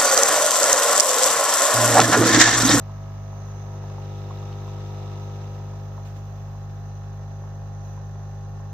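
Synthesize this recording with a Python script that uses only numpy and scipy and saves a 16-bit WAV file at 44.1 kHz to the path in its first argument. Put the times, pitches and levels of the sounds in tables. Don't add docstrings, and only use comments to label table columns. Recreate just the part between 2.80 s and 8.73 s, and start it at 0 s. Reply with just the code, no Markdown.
import sys
import numpy as np
from scipy import signal
from scipy.fft import rfft, irfft, next_fast_len
from scipy.io import wavfile
from scipy.ndimage import map_coordinates

SR = 44100
rng = np.random.default_rng(int(sys.argv[2]) if len(sys.argv) > 2 else 0)


def inscribe(sig):
    pcm = np.round(np.clip(np.atleast_2d(sig).T, -1, 1) * 32767)
    wavfile.write(sys.argv[1], SR, pcm.astype(np.int16))


N = 261513
TIME = np.arange(N) / SR

# frequency in Hz, relative level in dB.
ROOM_COLOUR = [(15, -13.5), (35, -12.5), (62, 1), (90, -5.5), (160, -4), (240, -16.5), (500, -14.5),
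               (2000, -32), (5000, -28), (7500, -36.5), (8500, -54), (16000, -42)]
BRUSH_COLOUR = [(150, -13), (300, 3.5), (600, 3.5), (1500, 5.5), (4000, -2.5), (6500, -4), (9000, -15),
                (12000, -20), (14000, -8), (15700, -17)]
FOAM_COLOUR = [(300, -35), (700, -0.5), (1200, 9), (1500, -6), (2800, 8.5), (3150, 2), (3700, 4),
               (4600, -0.5), (5400, 4), (6800, -5), (8000, -9.5), (8800, -23.5), (10000, -17.5),
               (15000, -31)]
SPRAY_COLOUR = [(7000, -39), (9000, -25), (11300, -17), (11800, -8), (12800, -4), (13300, 1.5), (14300, 3),
                (14900, -17.5), (15700, -26)]
RATTLE_COLOUR = [(1700, -40), (1900, -2), (2250, -3.5), (2500, -11), (2800, -7), (3150, -16), (3700, -12.5),
                 (4500, -14.5), (5300, -12.5), (7000, -35), (9000, -57)]
# start in seconds, brush level in dB, rise in seconds,
# seconds to fade by 60 dB, knock level in dB.
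TOUCHES = [(0.349, -63.5, 0.0066, 0.11, -51), (3.243, -47, 0.015, 0.31, -50),
           (3.359, -51.5, 0.0023, 0.16, -47)]
# start in seconds, level in dB, pitch in Hz.
FOAM_TICKS = [(1.574, -38, 3850), (1.727, -40, 2920), (1.728, -40, 4300)]
# start in seconds, relative level in dB.
LOUD_PLOPS = [(0.095, -32.5), (.346, -35.5), (.529, -32.5), (1.038, -34), (1.182, -31), (1.508, -28.5),
              (1.879, -32.5), (2.935, -36.5), (3.179, -31.5), (3.387, -38), (3.75, -37), (4.638, -37.5),
              (5.175, -36.5)]
# pitch in Hz, width in Hz, relative level in dB.
NOZZLE_RINGS = [(2250, 430, -8), (2690, 590, 2), (3530, 140, 3), (4075, 130, 4), (5400, 360, 0.5),
                (6770, 200, -2.5), (7750, 140, -7.5)]
WHISTLE_RINGS = [(6163, 290, 0)]
CHURN_RINGS = [(369.5, 36, 0), (572, 120, -2), (700, 130, -3), (930, 320, -8.5), (1298, 61, -8),
               (1618, 200, -12.5), (1850, 270, -14)]
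# middle in seconds,
# half length in seconds, then the boosts in dB for the whistle, the spray's high hiss and the churn.
SWELLS = [(0.707, 0.2, 5, -0.5, 1.5), (3.446, 0.45, 0.5, 3, 0), (5.115, 0.068, 4.5, 4.5, 1.5)]
# multiple of the pump's stroke rate, relative level in dB.
TONE_FRONT = [(1, -3.5), (2, 5.5), (3, 0.5), (4, -14), (5, -21), (6, -33.5), (7, -34.5), (8, -19.5),
              (9, -30.5), (10, -23), (11, -23), (12, -37), (13, -27), (14, -22), (15, -30.5), (16, -14.5),
              (17, -22.5), (18, -33), (19, -33.5), (20, -53.5), (21, -27), (22, -25.5), (23, -31.5),
              (24, -50), (25, -28.5), (26, -40.5), (27, -42), (28, -28), (29, -56), (30, -33.5),
              (31, -37.5), (32, -40.5), (33, -41.5), (34, -36.5), (35, -38), (36, -31.5)]
TONE_SIDE = [(1, -7.5), (2, 2.5), (3, -3.5), (4, -15), (5, -19.5), (6, -42.5), (7, -54), (8, -24.5),
             (9, -45), (10, -27.5), (11, -23.5), (12, -33.5), (13, -18), (14, -25), (15, -26.5), (16, -22),
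             (17, -35), (18, -32.5), (19, -27), (20, -27.5), (21, -29.5), (22, -27.5), (23, -27.5),
             (24, -44), (25, -25), (26, -27.5), (27, -35.5), (28, -34.5), (29, -48), (30, -40), (31, -38),
             (32, -43.5), (33, -33), (34, -40.5), (35, -43.5), (36, -38)]
TONE_AT_MUG = [(1, -13), (2, 0), (3, -5.5), (4, -16.5), (5, -24.5), (6, -29), (7, -21), (8, -17.5),
               (9, -26), (10, -20), (11, -24.5), (12, -37), (13, -25), (14, -28), (15, -31), (16, -20.5),
               (17, -33), (18, -34.5), (19, -25), (20, -42.5), (21, -41.5), (22, -40), (23, -37), (24, -41),
               (25, -28), (26, -27), (27, -36), (28, -35.5), (29, -44), (30, -46.5), (31, -48), (32, -40),
               (33, -43.5), (34, -40.5), (35, -48), (36, -41)]
# frequency in Hz, left minus right in dB.
BALANCE_FAR = [(50, -1), (100, -0.5), (150, 3), (210, -3), (340, 11.5), (500, 1.5), (780, -5.5), (1170, 0),
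               (1790, -1), (2740, -3), (4190, -8), (6300, -4), (9800, -3), (14000, -12.5)]
BALANCE_AT_MUG = [(60, 1.5), (110, 1.5), (200, 2), (380, -1), (700, -4.5), (1290, -2), (2380, 1.5),
                  (4400, -1.0), (8120, -3.5), (15000, -11.5)]
# frequency in Hz, likeness (1 the same, 0 unrelated).
LIKENESS = [(100, 1), (300, 0.92), (700, 0.66), (1300, 0.51), (2500, -0.074), (4200, 0.039), (6200, -0.28),
            (9000, 0.059)]

PUMP_HZ, HUM_TOP_HZ = 50.06, 280


def amp(db):
    return 10 ** (np.asarray(db) / 20)


def unit(x):
    return x / np.sqrt(np.mean(x ** 2) + 1e-20)


def along(points, hz):
    freqs, values = np.transpose(points)
    return np.interp(np.log(hz + 1), np.log(freqs + 1), values)


def wobble(rate):
    return map_coordinates(rng.standard_normal(int(N * rate / SR) + 4), [TIME * rate])


def filtered(x, response):
    size = next_fast_len(N + SR // 4)
    return irfft(rfft(x, size) * response(np.fft.rfftfreq(size, 1 / SR)), size)[..., :N]


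def colour(points):
    return lambda hz: amp(along(points, hz))


def resonances(rings):
    return lambda f: np.sqrt(sum((amp(db) / (1 + 2 * ((f - hz) / width) ** 2)) ** 2
                                 for hz, width, db in rings))


def stereo_angle(hz):
    return np.arccos(np.clip(along(LIKENESS, hz), -1, 1)) / 2


def stereo(pair, response):
    blend = lambda hz: np.array([np.cos(stereo_angle(hz)), np.sin(stereo_angle(hz))])
    mid, side = filtered(pair, lambda hz: response(hz) * blend(hz))
    return unit(np.array([mid + side, mid - side]))


def noise(response, flicker_db=0):
    return stereo(rng.standard_normal((2, N)) * amp(flicker_db), response)


def bubble(t, hz, cycles, glide):
    age = t * hz / cycles
    swell = 1 - np.exp(-(t * hz) ** 2)
    return swell * amp(-60 * age) * np.sin(2 * np.pi * hz * t * (1 + glide * age))


def balanced(sound, balance):
    def response(hz):
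        left_db = along(balance, hz) / 2
        sides = amp([left_db, -left_db])
        return sides / np.sqrt(np.mean(sides ** 2, axis=0))
    return filtered(sound, response)


def microphone(start_s, lean_s, hold_s, back_s, rest_nearness, swing_s):
    lean_in = np.clip((TIME - start_s) / lean_s, 0, 1)
    draw_back = np.clip((TIME - start_s - lean_s - hold_s) / back_s, 0, 1)
    near = np.clip(lean_in - (1 - rest_nearness) * draw_back, 0, 1)
    aside = np.clip(1 - TIME / swing_s, 0, 1)
    return near, aside


def swells():
    return sum(np.outer(boosts, np.exp(-((TIME - middle) / half_length) ** 2))
               for middle, half_length, *boosts in SWELLS)


def kitchen(level_db):
    return amp(level_db) * noise(colour(ROOM_COLOUR))


def scuffs(knock_hz, knock_fade_s):
    brush = knock = 0
    for start, brush_db, rise_s, fade_s, knock_db in TOUCHES:
        t = np.maximum(TIME - start, 0)
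        onset = 1 - np.exp(-t / rise_s)
        brush += amp(brush_db - 60 * t / fade_s) * onset
        knock += amp(knock_db - 60 * t / knock_fade_s) * onset * np.sin(2 * np.pi * knock_hz * t)
    return brush * noise(colour(BRUSH_COLOUR)) + knock


def foam_fizz(near, level_db, far_share, crackle_db):
    return amp(level_db) * (far_share + near) * noise(colour(FOAM_COLOUR), crackle_db * wobble(300))


def foam_ticks(cycles):
    return sum(amp(db) * bubble(np.maximum(TIME - start, 0), hz, cycles, glide=0.05)
               for start, db, hz in FOAM_TICKS)


def nozzle(near, whistle_swell_db, spray_swell_db, hiss_db, sputter_db):
    whistle_db = -63.5 + 2 * near + whistle_swell_db + 0.5 * wobble(7)
    spray_db = -73 + 3 * near + spray_swell_db - 0.65 * TIME
    sputter = lambda: sputter_db * wobble(110) + 0.65 * np.cos(2 * np.pi * PUMP_HZ * TIME)
    follow_db = 0.61 * (spray_db - spray_db.mean())
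    hiss = amp(hiss_db + follow_db) * noise(resonances(NOZZLE_RINGS), sputter())
    whistle = amp(whistle_db) * noise(resonances(WHISTLE_RINGS), sputter())
    spray = amp(spray_db + 0.86 * wobble(30)) * noise(colour(SPRAY_COLOUR))
    return hiss + whistle + spray


def stream(level_db, pitch_hz, spread, size_db, cycles, count):
    t = np.arange(SR // 40) / SR
    starts = (rng.random((count, 1)) * N).astype(int)
    pitches = pitch_hz * np.exp(spread * rng.standard_normal((count, 1)))
    sizes = np.minimum(rng.exponential(size=(count, 1)), 3)
    bubbles = amp(size_db * sizes) * bubble(t, pitches, cycles, glide=0.13)
    places = (starts + np.arange(len(t))).ravel()
    pair = []
    for _ in range(2):
        flipped = bubbles * rng.choice([-1, 1], (count, 1))
        pair.append(np.bincount(places, flipped.ravel(), N)[:N])
    return amp(level_db) * stereo(np.array(pair), lambda hz: hz > 0)


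def plops(gain_db, pitch_hz, cycles, echo_db, echo_fade_s, weak_count):
    out = np.zeros((2, N + SR))
    t = np.arange(SR // 16) / SR
    loud_spread, weak_spread = 0.05, 0.22
    loud = [(start, db, loud_spread) for start, db in LOUD_PLOPS]
    weak = [(rng.random() * N / SR, rng.normal(-43.5, 3), weak_spread) for _ in range(weak_count)]
    for start, db, spread in loud + weak:
        plop = bubble(t, pitch_hz * np.exp(spread * rng.standard_normal()), cycles, glide=0.16)
        plop = amp(db + gain_db) * plop / np.abs(plop).max()
        nook = rng.standard_normal((2, len(t))) * amp(-60 * t / echo_fade_s)
        echo = signal.fftconvolve(plop[None], nook / np.linalg.norm(nook[0]), axes=1)[:, :len(t)]
        first = round(start * SR)
        out[:, first:first + len(t)] += plop + amp(echo_db) * echo
    return out[:, :N]


def churn(level_db, pulse_db):
    push_db = pulse_db * np.sin(2 * np.pi * PUMP_HZ * TIME) + 1.3 * wobble(25)
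    return amp(level_db) * noise(resonances(CHURN_RINGS), push_db)


def pump(near, aside, smear, ring_fade_s, rebound, rebound_at, buzz_db, rattle_db):
    size = 2048
    t = np.arange(size) / size / PUMP_HZ
    stroke = amp(-60 * t / ring_fade_s)
    ring = rng.standard_normal(size) * (stroke + rebound * np.roll(stroke, int(size * rebound_at)))
    multiple = np.arange(size // 2 + 1)
    hz = multiple * PUMP_HZ
    lag = np.where(hz < HUM_TOP_HZ, -smear * multiple ** 2, np.angle(rfft(ring)))
    apart = stereo_angle(hz) * (-1) ** multiple
    phase = np.exp(1j * (lag + np.array([apart, -apart])))

    def repeat(levels_db):
        cycle = irfft(phase * amp(levels_db))
        return unit(np.array([np.interp(TIME, t, side, period=1 / PUMP_HZ) for side in cycle]))

    def tone(table):
        return repeat(np.interp(multiple, *np.transpose(table), left=-120, right=-120))

    far_tone = aside * tone(TONE_SIDE) + (1 - aside) * tone(TONE_FRONT)
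    housing = near * tone(TONE_AT_MUG) + (1 - near) * far_tone
    hum = filtered(housing, lambda f: 1 / (1 + (f / HUM_TOP_HZ) ** 8))
    buzz = amp(buzz_db) * (housing - hum)
    rattle = repeat(along(RATTLE_COLOUR, hz))
    rattle *= amp(rattle_db + 1.5 * wobble(60))
    rattle *= 0.085 + np.maximum(near, 0.91 * aside)
    return amp(-33.5 + 1.5 * near) * (hum + buzz) + rattle


def scene():
    near, aside = microphone(start_s=0.39, lean_s=1.0, hold_s=1.045, back_s=0.92,
                             rest_nearness=0.027, swing_s=5.4)
    near_housing = near ** 0.84
    whistle_swell_db, spray_swell_db, churn_swell_db = swells()
    sound = kitchen(level_db=-53.5)
    sound += scuffs(knock_hz=300, knock_fade_s=0.16)
    sound += foam_fizz(near, level_db=-57.5, far_share=0.055, crackle_db=2.5)
    sound += foam_ticks(cycles=24)
    sound += nozzle(near, whistle_swell_db, spray_swell_db, hiss_db=-64.5, sputter_db=1.5)
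    sound += stream(level_db=-80 + 17 * near, pitch_hz=3613, spread=0.04, size_db=2.5,
                    cycles=49, count=1500)
    sound += stream(level_db=-62 + 9 * near, pitch_hz=845, spread=0.16, size_db=1, cycles=12, count=900)
    sound += plops(gain_db=-2, pitch_hz=915, cycles=10, echo_db=-8.5, echo_fade_s=0.065, weak_count=18)
    sound += churn(level_db=-53.5 + 1.5 * near + churn_swell_db, pulse_db=1.5)
    sound += pump(near_housing, aside, smear=1.081, ring_fade_s=0.053, rebound=0.38, rebound_at=0.4,
                  buzz_db=1.86, rattle_db=-64)
    return (1 - near) * balanced(sound, BALANCE_FAR) + near * balanced(sound, BALANCE_AT_MUG)


def record(dry):
    return filtered(dry, lambda hz: hz < 15720)


dry = scene()
out = record(dry)
inscribe(out)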